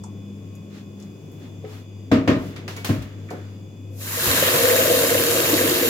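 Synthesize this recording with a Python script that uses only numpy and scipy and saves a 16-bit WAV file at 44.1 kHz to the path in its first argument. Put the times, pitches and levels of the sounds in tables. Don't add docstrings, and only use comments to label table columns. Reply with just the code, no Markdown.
import sys
import numpy as np
from scipy import signal
from scipy.fft import rfft, irfft, next_fast_len
from scipy.io import wavfile

SR = 44100
rng = np.random.default_rng(int(sys.argv[2]) if len(sys.argv) > 2 else 0)


def master(y):
    cut = np.clip(np.atleast_2d(y).T, -1, 1)
    pcm = np.round(cut * 32767)
    wavfile.write(sys.argv[1], SR, pcm.astype(np.int16))


N = 259749
T = np.arange(N) / SR
EVENT_T = T[:SR // 2]
SIZE = next_fast_len(N)
F = np.maximum(np.arange(SIZE // 2 + 1) * SR / SIZE, 1)
BANDS = 30 * 2 ** (np.arange(20) / 2)


def undb(db):
    return 10 ** (np.asarray(db) / 20)


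def curves(table):
    s, *columns = np.transpose(table)
    return [np.interp(T, s, column) for column in columns]


def over_hz(table, column=1):
    rows = np.array(table, float)
    return np.interp(np.log(F), np.log(rows[:, 0]), rows[:, column])


def walk(rate):
    knots = rng.standard_normal(int(T[-1] * rate) + 2)
    return 1.2 * np.interp(T * rate, np.arange(len(knots)), knots)


def flicker(bands, shared_db, own_db, rate):
    swell = shared_db * walk(rate / 4)
    return sum(band * undb(swell + own_db * walk(rate)) for band in bands)


def resonances(peaks):
    return undb(sum(db / (1 + (2 * (F - hz) / width) ** 2) for hz, width, db in peaks))


def mode(force, hz, t60):
    pole = np.exp(2j * np.pi * hz / SR - np.log(1000) / (t60 * SR))
    return signal.lfilter([1], [1, -pole], force).imag


LEFT_LEAD_S = .00015
# (frequency [Hz], correlation, left minus right [dB])
PORTS = [(60, 0.95, 3.5), (250, 0.92, 1.7), (500, 0.71, 2), (970, 0.11, 1), (2000, 0.093, -0.6),
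         (3930, 0.066, 0), (7900, 0.032, 1)]
def noise_bands(gain, drive=1):
    mid, side = rfft(rng.standard_normal((2, SIZE)) * drive)
    alike = np.clip(over_hz(PORTS), -1, 1)
    mid, side = gain * mid * np.sqrt(1 + alike), gain * side * np.sqrt(1 - alike)
    pair = np.array([mid + side, mid - side])
    pair /= np.sqrt(np.mean(irfft(pair, SIZE) ** 2))
    share = np.clip(1 - np.abs(2 * np.log2(F / BANDS[:, None])), 0, 1)
    return irfft((share[:, None] * pair).astype(np.complex64), SIZE)[..., :N]


def room(direct, wash_db=-9.5, t60=0.068):
    t = T[:SR // 3]
    wash = rng.standard_normal((2, len(t))) * undb(-60 * t / t60) * (t > .003)
    highpass = signal.butter(2, 350, "high", fs=SR, output="sos")
    wash = wash[0] + signal.sosfilt(highpass, wash - wash[0])
    wash *= undb(wash_db) / np.sqrt(np.sum(wash ** 2, axis=1, keepdims=True))
    return direct + signal.fftconvolve(direct[None], wash, axes=1)[:, :N]


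# (time [s], level [dB])
HUM_LEVEL = [(0, -38.5), (.6, -41.5), (1.1, -41.5), (1.6, -40.5), (3.0, -37.5), (3.8, -40.5), (4.4, -37.5),
             (5.4, -39.5), (5.89, -40)]
def mains_hum(hz=100.06):
    level_db, = curves(HUM_LEVEL)
    swing = np.clip((T - 0.67) / 0.77, 0, 1)
    phase = 2 * np.pi * hz * T
    fundamental = np.sin(phase) * undb(level_db + 2.2 * walk(12))
    octave = np.sin(2 * phase) * undb(-42.5 - 10 * swing + 3.4 * walk(6.6))
    return np.sqrt(2) * (fundamental + octave)


# (frequency [Hz], relative spectral density [dB])
RUMBLE_SPECTRUM = [(30, -44), (55, -21), (80, -13), (130, -5.5), (165, -1.5), (200, -8), (270, -4),
                   (500, -15.5), (800, -27.5), (1050, -32), (1700, -38), (4100, -45), (5600, -40),
                   (7500, -41.5), (8300, -49.5), (16000, -45.5)]
def rumble():
    return noise_bands(undb(over_hz(RUMBLE_SPECTRUM)))


SHAFT_ORDERS = [22, 21, 41, 47, 49, 51, 52, 59, 69, 70, 71, 73, 97, 98, 102, 126, 137, 150]
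# (relative line level [dB], relative noise hump level [dB])
WHINE_LINES = [(-15.5, -17), (-13, -12), (-19, -17), (-13, -16), (-17, -19), (-6.5, -11.5), (-18, -20),
               (-21, -9.5), (-20, -20), (-4.5, -8.5), (-15, -16), (-20, -28), (-12.5, -20), (-17, -20),
               (-16, -25), (-21, -13.5), (-14.5, -14), (-19, -18)]
def motor_whine(shaft_hz=49.295, hump_width_hz=260):
    power = sum(undb(2 * hump_db) / (1 + (2 * (F - order * shaft_hz) / hump_width_hz) ** 4)
                for order, (_, hump_db) in zip(SHAFT_ORDERS, WHINE_LINES))
    whine = noise_bands(np.sqrt(power)).sum(0) * undb(-2 + 1.2 * walk(5))
    for order, (db, _) in zip(SHAFT_ORDERS, WHINE_LINES):
        omega = 2 * np.pi * order * shaft_hz
        phase = omega * T + 0.005 * order * walk(17)
        port_shift = omega * LEFT_LEAD_S + 1.1 * rng.standard_normal()
        if order == SHAFT_ORDERS[0]:
            db = db + 8.5 - 13 / (1 + np.exp((1.12 - T) / .08))
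        whine += np.sin([phase, phase + port_shift]) * undb(db + 2.6 * walk(7))
    return whine


def fridge(cabinet_db=-42, whine_db=-59):
    hum = mains_hum()
    cabinet = flicker(rumble(), shared_db=0.78, own_db=0.22, rate=8.65)
    return hum + cabinet * undb(cabinet_db) + motor_whine() * undb(whine_db)


# (peak time [s], level [dB], centre [Hz], width [octaves], half length [s])
SOFT_SOUNDS = [(0.77, -50.5, 2760, 1.4, 0.039), (1.034, -57.5, 3040, 2.1, 0.042),
               (1.446, -53, 2000, 1.4, 0.032), (1.742, -47.5, 2000, 2.5, 0.059),
               (2.45, -52, 9000, 1.2, 0.066), (2.51, -52, 2000, 0.71, 0.27), (2.64, -42, 250, 0.96, 0.42),
               (3.063, -53.5, 1820, 0.81, 0.14), (3.41, -56.5, 1760, 1.8, 0.54)]
def swells():
    middle = EVENT_T[-1] / 2
    taper = np.sqrt(np.hanning(len(EVENT_T)))
    for s, db, hz, octaves, half_s in SOFT_SOUNDS:
        swell = np.exp(-((EVENT_T - middle) / half_s) ** 2 / 2)
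        yield s - middle, undb(db) * swell * taper, hz, octaves


def thuds(first_gap_s=0.049, shrink=.82, octaves=.45, t60=.23):
    k = np.arange(4)
    times = 2.901 + first_gap_s * (1 - shrink ** k) / (1 - shrink)
    rocking = zip(times, -24.5 - 4.5 * k, 141 * 0.81 ** k)
    pipe_knock = (4.266, -25, 95)
    return [(s, db, hz, octaves, t60) for s, db, hz in [*rocking, pipe_knock]]


# (time [s], tick level [dB], centre [Hz], width [octaves], t60 [s], ring level [dB])
CONTACTS = [(.037, -42, 7200, 0.26, 0.15, -52), (.038, -45, 950, .28, 0.29, -53),
            (.552, -55, 9500, 0.67, .054, -50), (1.0, -52, 7000, .47, .054, -62),
            (1.025, -51, 6500, .33, .05, -58), (1.316, -62, 13000, .5, .5, -65),
            (1.638, -43, 490, 0.18, 0.28, -32.5), (1.647, -58, 855, .3, .15, -39),
            (1.648, -55, 2190, .54, .12, -63), (2.467, -62, 8560, 1.9, 0.19, -66),
            (2.562, -43.5, 3100, 1.25, 0.25, -47), (2.679, -35, 2700, 1.6, 0.45, -51),
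            (2.764, -42, 5400, 4.7, 0.39, -42), (2.775, -56, 2300, .5, 0.28, -42),
            (2.846, -28, 4200, 2.7, 0.42, -36), (3.022, -47, 5040, 2.5, 0.13, -66),
            (3.288, -49.5, 1640, 0.41, 0.63, -47), (3.304, -47, 7000, 0.96, 0.18, -52),
            (3.309, -36.5, 616, 0.84, 0.25, -31.5), (3.334, -36, 380, 0.5, 0.26, -41)]
def impacts():
    attack = 1 + 0.43 * np.exp(-EVENT_T / 0.0067)
    for s, db, hz, octaves, t60, *_ in [*CONTACTS, *thuds()]:
        yield s, undb(db - 60 * EVENT_T / t60) * attack, hz, octaves


def handling():
    treble_dip = resonances([(8900, 2100, -7.5)])
    bands = noise_bands(treble_dip / np.sqrt(F) * (F > 60))
    out = np.zeros((2, N))
    for s, envelope, hz, octaves in [*impacts(), *swells()]:
        span = slice(int(s * SR), int(s * SR) + len(envelope))
        colour = np.exp(-(np.log2(BANDS / hz) / octaves) ** 2 / 2)
        colour *= np.sqrt(len(BANDS) / np.sum(colour ** 2))
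        out[:, span] += envelope * np.tensordot(colour, bands[..., span], 1)
    return out


# (frequency [Hz], relative level [dB], t60 [s])
HANDLE_MODES = [(426, 0.5, 0.3), (490, 1, 0.11), (724, -2.5, 0.22), (772, -10, 0.17), (940, -16, .2),
                (1290, -8, 0.3), (1780, -5, .15), (2250, 4, 0.4), (3060, -6, .2), (4680, -4, 0.068),
                (5800, -7, .12), (6200, -6, 0.08), (6900, 3, 0.065), (11600, -5, .08)]
def handle_ring():
    out, t = np.zeros(N), EVENT_T
    for s, _, centre_hz, _, _, ring_db in CONTACTS:
        for k, (hz, db, t60) in enumerate(HANDLE_MODES):
            coupling = (-1) ** k * np.exp(-(np.log2(hz / centre_hz) / 0.44) ** 2 / 2)
            decay = undb(ring_db + db - 60 * t / t60)
            out[int(s * SR):][:len(t)] += coupling * decay * np.sin(2 * np.pi * hz * t)
    return out


# (time [s], force level [dB], contact corner [Hz], crash level [dB])
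KNOCKS = [(2.115, -8, 886, -17), (2.119, -18, 400, -35), (2.276, -11.5, 1500, -15.5),
          (2.289, -24, 900, -41), (2.891, -14, 450, -25), (2.9, -25, 300, -52)]
# (frequency [Hz], relative spectral density [dB])
CRASH_SPECTRUM = [(60, -18.5), (250, -10.5), (620, -17), (800, -27), (1050, -22.5), (2400, -26.5),
                  (5000, -37), (7500, -44.5), (8800, -53), (16000, -54)]
def sink_crash(t60_at_1khz=0.43):
    bands = noise_bands(undb(over_hz(CRASH_SPECTRUM)))
    out, t = np.zeros((2, N)), EVENT_T
    attack = 1 - np.exp(-t / 0.00065)
    decay_db = 60 * t / t60_at_1khz * (BANDS[:, None] / 1000) ** 0.21
    for s, _, _, crash_db in KNOCKS:
        span = slice(int(s * SR), int(s * SR) + len(t))
        envelopes = attack * undb(crash_db - decay_db)
        out[:, span] += (bands[..., span] * envelopes[:, None]).sum(0)
    return out


# (frequency [Hz], relative level [dB], t60 [s])
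BASIN_MODES = [(105, -6.5, 0.214), (169.2, -10.5, 0.43), (228, 0, 0.27), (242.5, -7.5, 0.34),
               (268.3, -1.5, 0.49), (303, -3, .32), (362, -11.5, .35), (415, -16.5, 0.35), (478, -12.5, .3),
               (570, -23, .4), (630, -8, 0.47), (1072, -13, 0.33), (1217, -17, 0.37), (1840, -8, .25)]
def basin_ring(bounce_s=.018, bounce_db=-13.5):
    force, t = np.zeros(N), EVENT_T
    for s, force_db, corner_hz, _ in KNOCKS:
        pulse = t * np.exp(-2 * np.pi * corner_hz * t)
        pulse /= pulse.sum()
        for k in range(3):
            force[int((s + k * bounce_s) * SR):][:len(t)] += undb(force_db + k * bounce_db) * pulse
    return sum((-1) ** k * undb(db) * mode(force, hz, t60) for k, (hz, db, t60) in enumerate(BASIN_MODES))


def bubble(hz, cycles):
    turns = np.arange(int(5 * cycles * SR / hz)) * hz / SR
    envelope = (1 - np.exp(-turns)) * np.exp(-turns / cycles)
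    return envelope * np.sin(2 * np.pi * turns * (1 + 0.0066 * turns))


# (time [s], level [dB], frequency [Hz])
LARGE_BUBBLES = [(4.168, -24, 503), (4.378, -8, 1580), (4.425, -6, 540), (4.855, -7, 554), (4.93, -13, 490),
                 (5.15, -6.5, 536), (5.53, -9, 300), (5.64, -13, 305)]
def plops():
    out = np.zeros(N)
    for s, db, hz in LARGE_BUBBLES:
        plop = bubble(hz, cycles=3.4)
        out[int(s * SR):][:len(plop)] += undb(db) * plop
    return out


TAP_OPENS_S = 3.9
# (frequency [Hz], width [Hz], gain [dB])
KETTLE_RESONANCES = [(300, 61, -1.5), (359.7, 6.4, 9), (472, 62, 7.5), (542, 7.3, 8), (602, 11, 4.5),
                     (1210, 45, -1), (1580, 23, 2), (2718, 40, 8.5), (3106, 58, 4.5), (3823, 76, 7.5),
                     (7080, 110, 5.5)]
def bubbles(centre_hz, octaves, rate, cycles, spread_db):
    out = np.zeros(N + SR)
    gaps, pitches, sizes = rng.random((2500, 3)).T
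    starts = TAP_OPENS_S + np.cumsum(-np.log(gaps)) / rate
    for s, pitch, size in zip(starts[starts < T[-1]], pitches, sizes):
        pulsation = bubble(centre_hz * 2 ** (octaves * (pitch - .5)), cycles)
        out[int(s * SR):][:len(pulsation)] += undb(spread_db * min(-np.log(size), 4)) * pulsation
    out = irfft(resonances(KETTLE_RESONANCES) * rfft(out[:N], SIZE), SIZE)[:N]
    return out / np.sqrt(np.mean(out[int(TAP_OPENS_S * SR):] ** 2))


# (frequency [Hz], relative spectral density [dB])
HISS_SPECTRUM = [(1180, -31), (2000, -1), (2560, -2), (2770, 0), (3400, -4), (3740, -10.5), (4590, -10.5),
                 (7130, -6), (8290, -11), (11900, -4.5), (15100, -5.5), (16100, -25), (16500, -38)]
SPLASH_SPECTRUM = [(60, -14.5), (150, -9.5), (300, -21), (600, -12.5), (800, -12), (1100, -5.5), (1380, -9),
                   (1600, -6.5), (2400, -10), (4600, -10.5), (8000, -29)]
def spray(crossover_hz=4000, splash_top_hz=5000):
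    kettle = resonances(KETTLE_RESONANCES)
    droplets = undb(np.repeat(rng.exponential(size=SIZE // 64 + 1), 64)[:SIZE])
    hiss_gain = kettle * undb(over_hz(HISS_SPECTRUM)) * (F > crossover_hz)
    splash_gain = kettle * undb(over_hz(SPLASH_SPECTRUM)) / (1 + (F / splash_top_hz) ** 8)
    hiss = flicker(noise_bands(hiss_gain, droplets), shared_db=0.07, own_db=0.73, rate=20)
    splash = flicker(noise_bands(splash_gain, droplets), shared_db=0.43, own_db=1.0, rate=16)
    return hiss, splash


# (time [s], flow against full flow [dB], boom of the air in the kettle [dB])
TAP_FLOW = [(3.9, -48, -57), (4.02, -14, -54), (4.14, -6, -64), (4.17, -5.5, -36), (4.23, -2, -44),
            (4.29, 0.5, -32), (4.7, 0.6, -23.5), (4.9, 0, -21), (5.2, -1.14, -28), (5.6, -0.53, -26.5),
            (5.89, -1.5, -34)]
def tap(hiss_db=-22, splash_db=-24.5, pipe_db=-36.5, ping_db=-30, gurgle_s=4.16):
    flow_db, boom_db = curves(TAP_FLOW)
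    surge = undb(1.3 * flow_db)
    hiss, splash = spray()
    jet = hiss * undb(hiss_db + flow_db) + splash * undb(splash_db) * surge
    pipe = rumble().sum(0) * undb(pipe_db) * surge
    filling = np.clip((T - gurgle_s) / 0.12, 0, 1) * undb(-33 + 4.5 * (T - gurgle_s))
    boom = bubbles(537.6, octaves=0.45, rate=500, cycles=6.2, spread_db=1.8) * undb(boom_db)
    gurgle = bubbles(321.3, octaves=0.895, rate=450, cycles=3.4, spread_db=2.6) * filling
    pings = bubbles(2698, octaves=1.766, rate=220, cycles=7.5, spread_db=2.9) * undb(ping_db) * surge
    return (T > TAP_OPENS_S) * (jet + pipe + room(boom + gurgle + pings + plops()))


def scene():
    both = fridge() + sink_crash() + room(basin_ring()) + room(handle_ring()) + handling() + tap()
    lean = undb(over_hz(PORTS, column=2) / 2) * np.exp(1j * np.pi * F * LEFT_LEAD_S)
    return irfft(rfft(both, SIZE) * np.array([lean, 1 / lean]), SIZE)[:, :N]


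def record(dry):
    highpass = signal.butter(4, 62, "high", fs=SR, output="sos")
    lowpass = signal.ellip(10, .2, 70, 16000, fs=SR, output="sos")
    clipped = np.clip(signal.sosfilt(highpass, dry), -1, 1)
    return signal.sosfilt(lowpass, clipped)


dry = scene()
out = record(dry)
master(out)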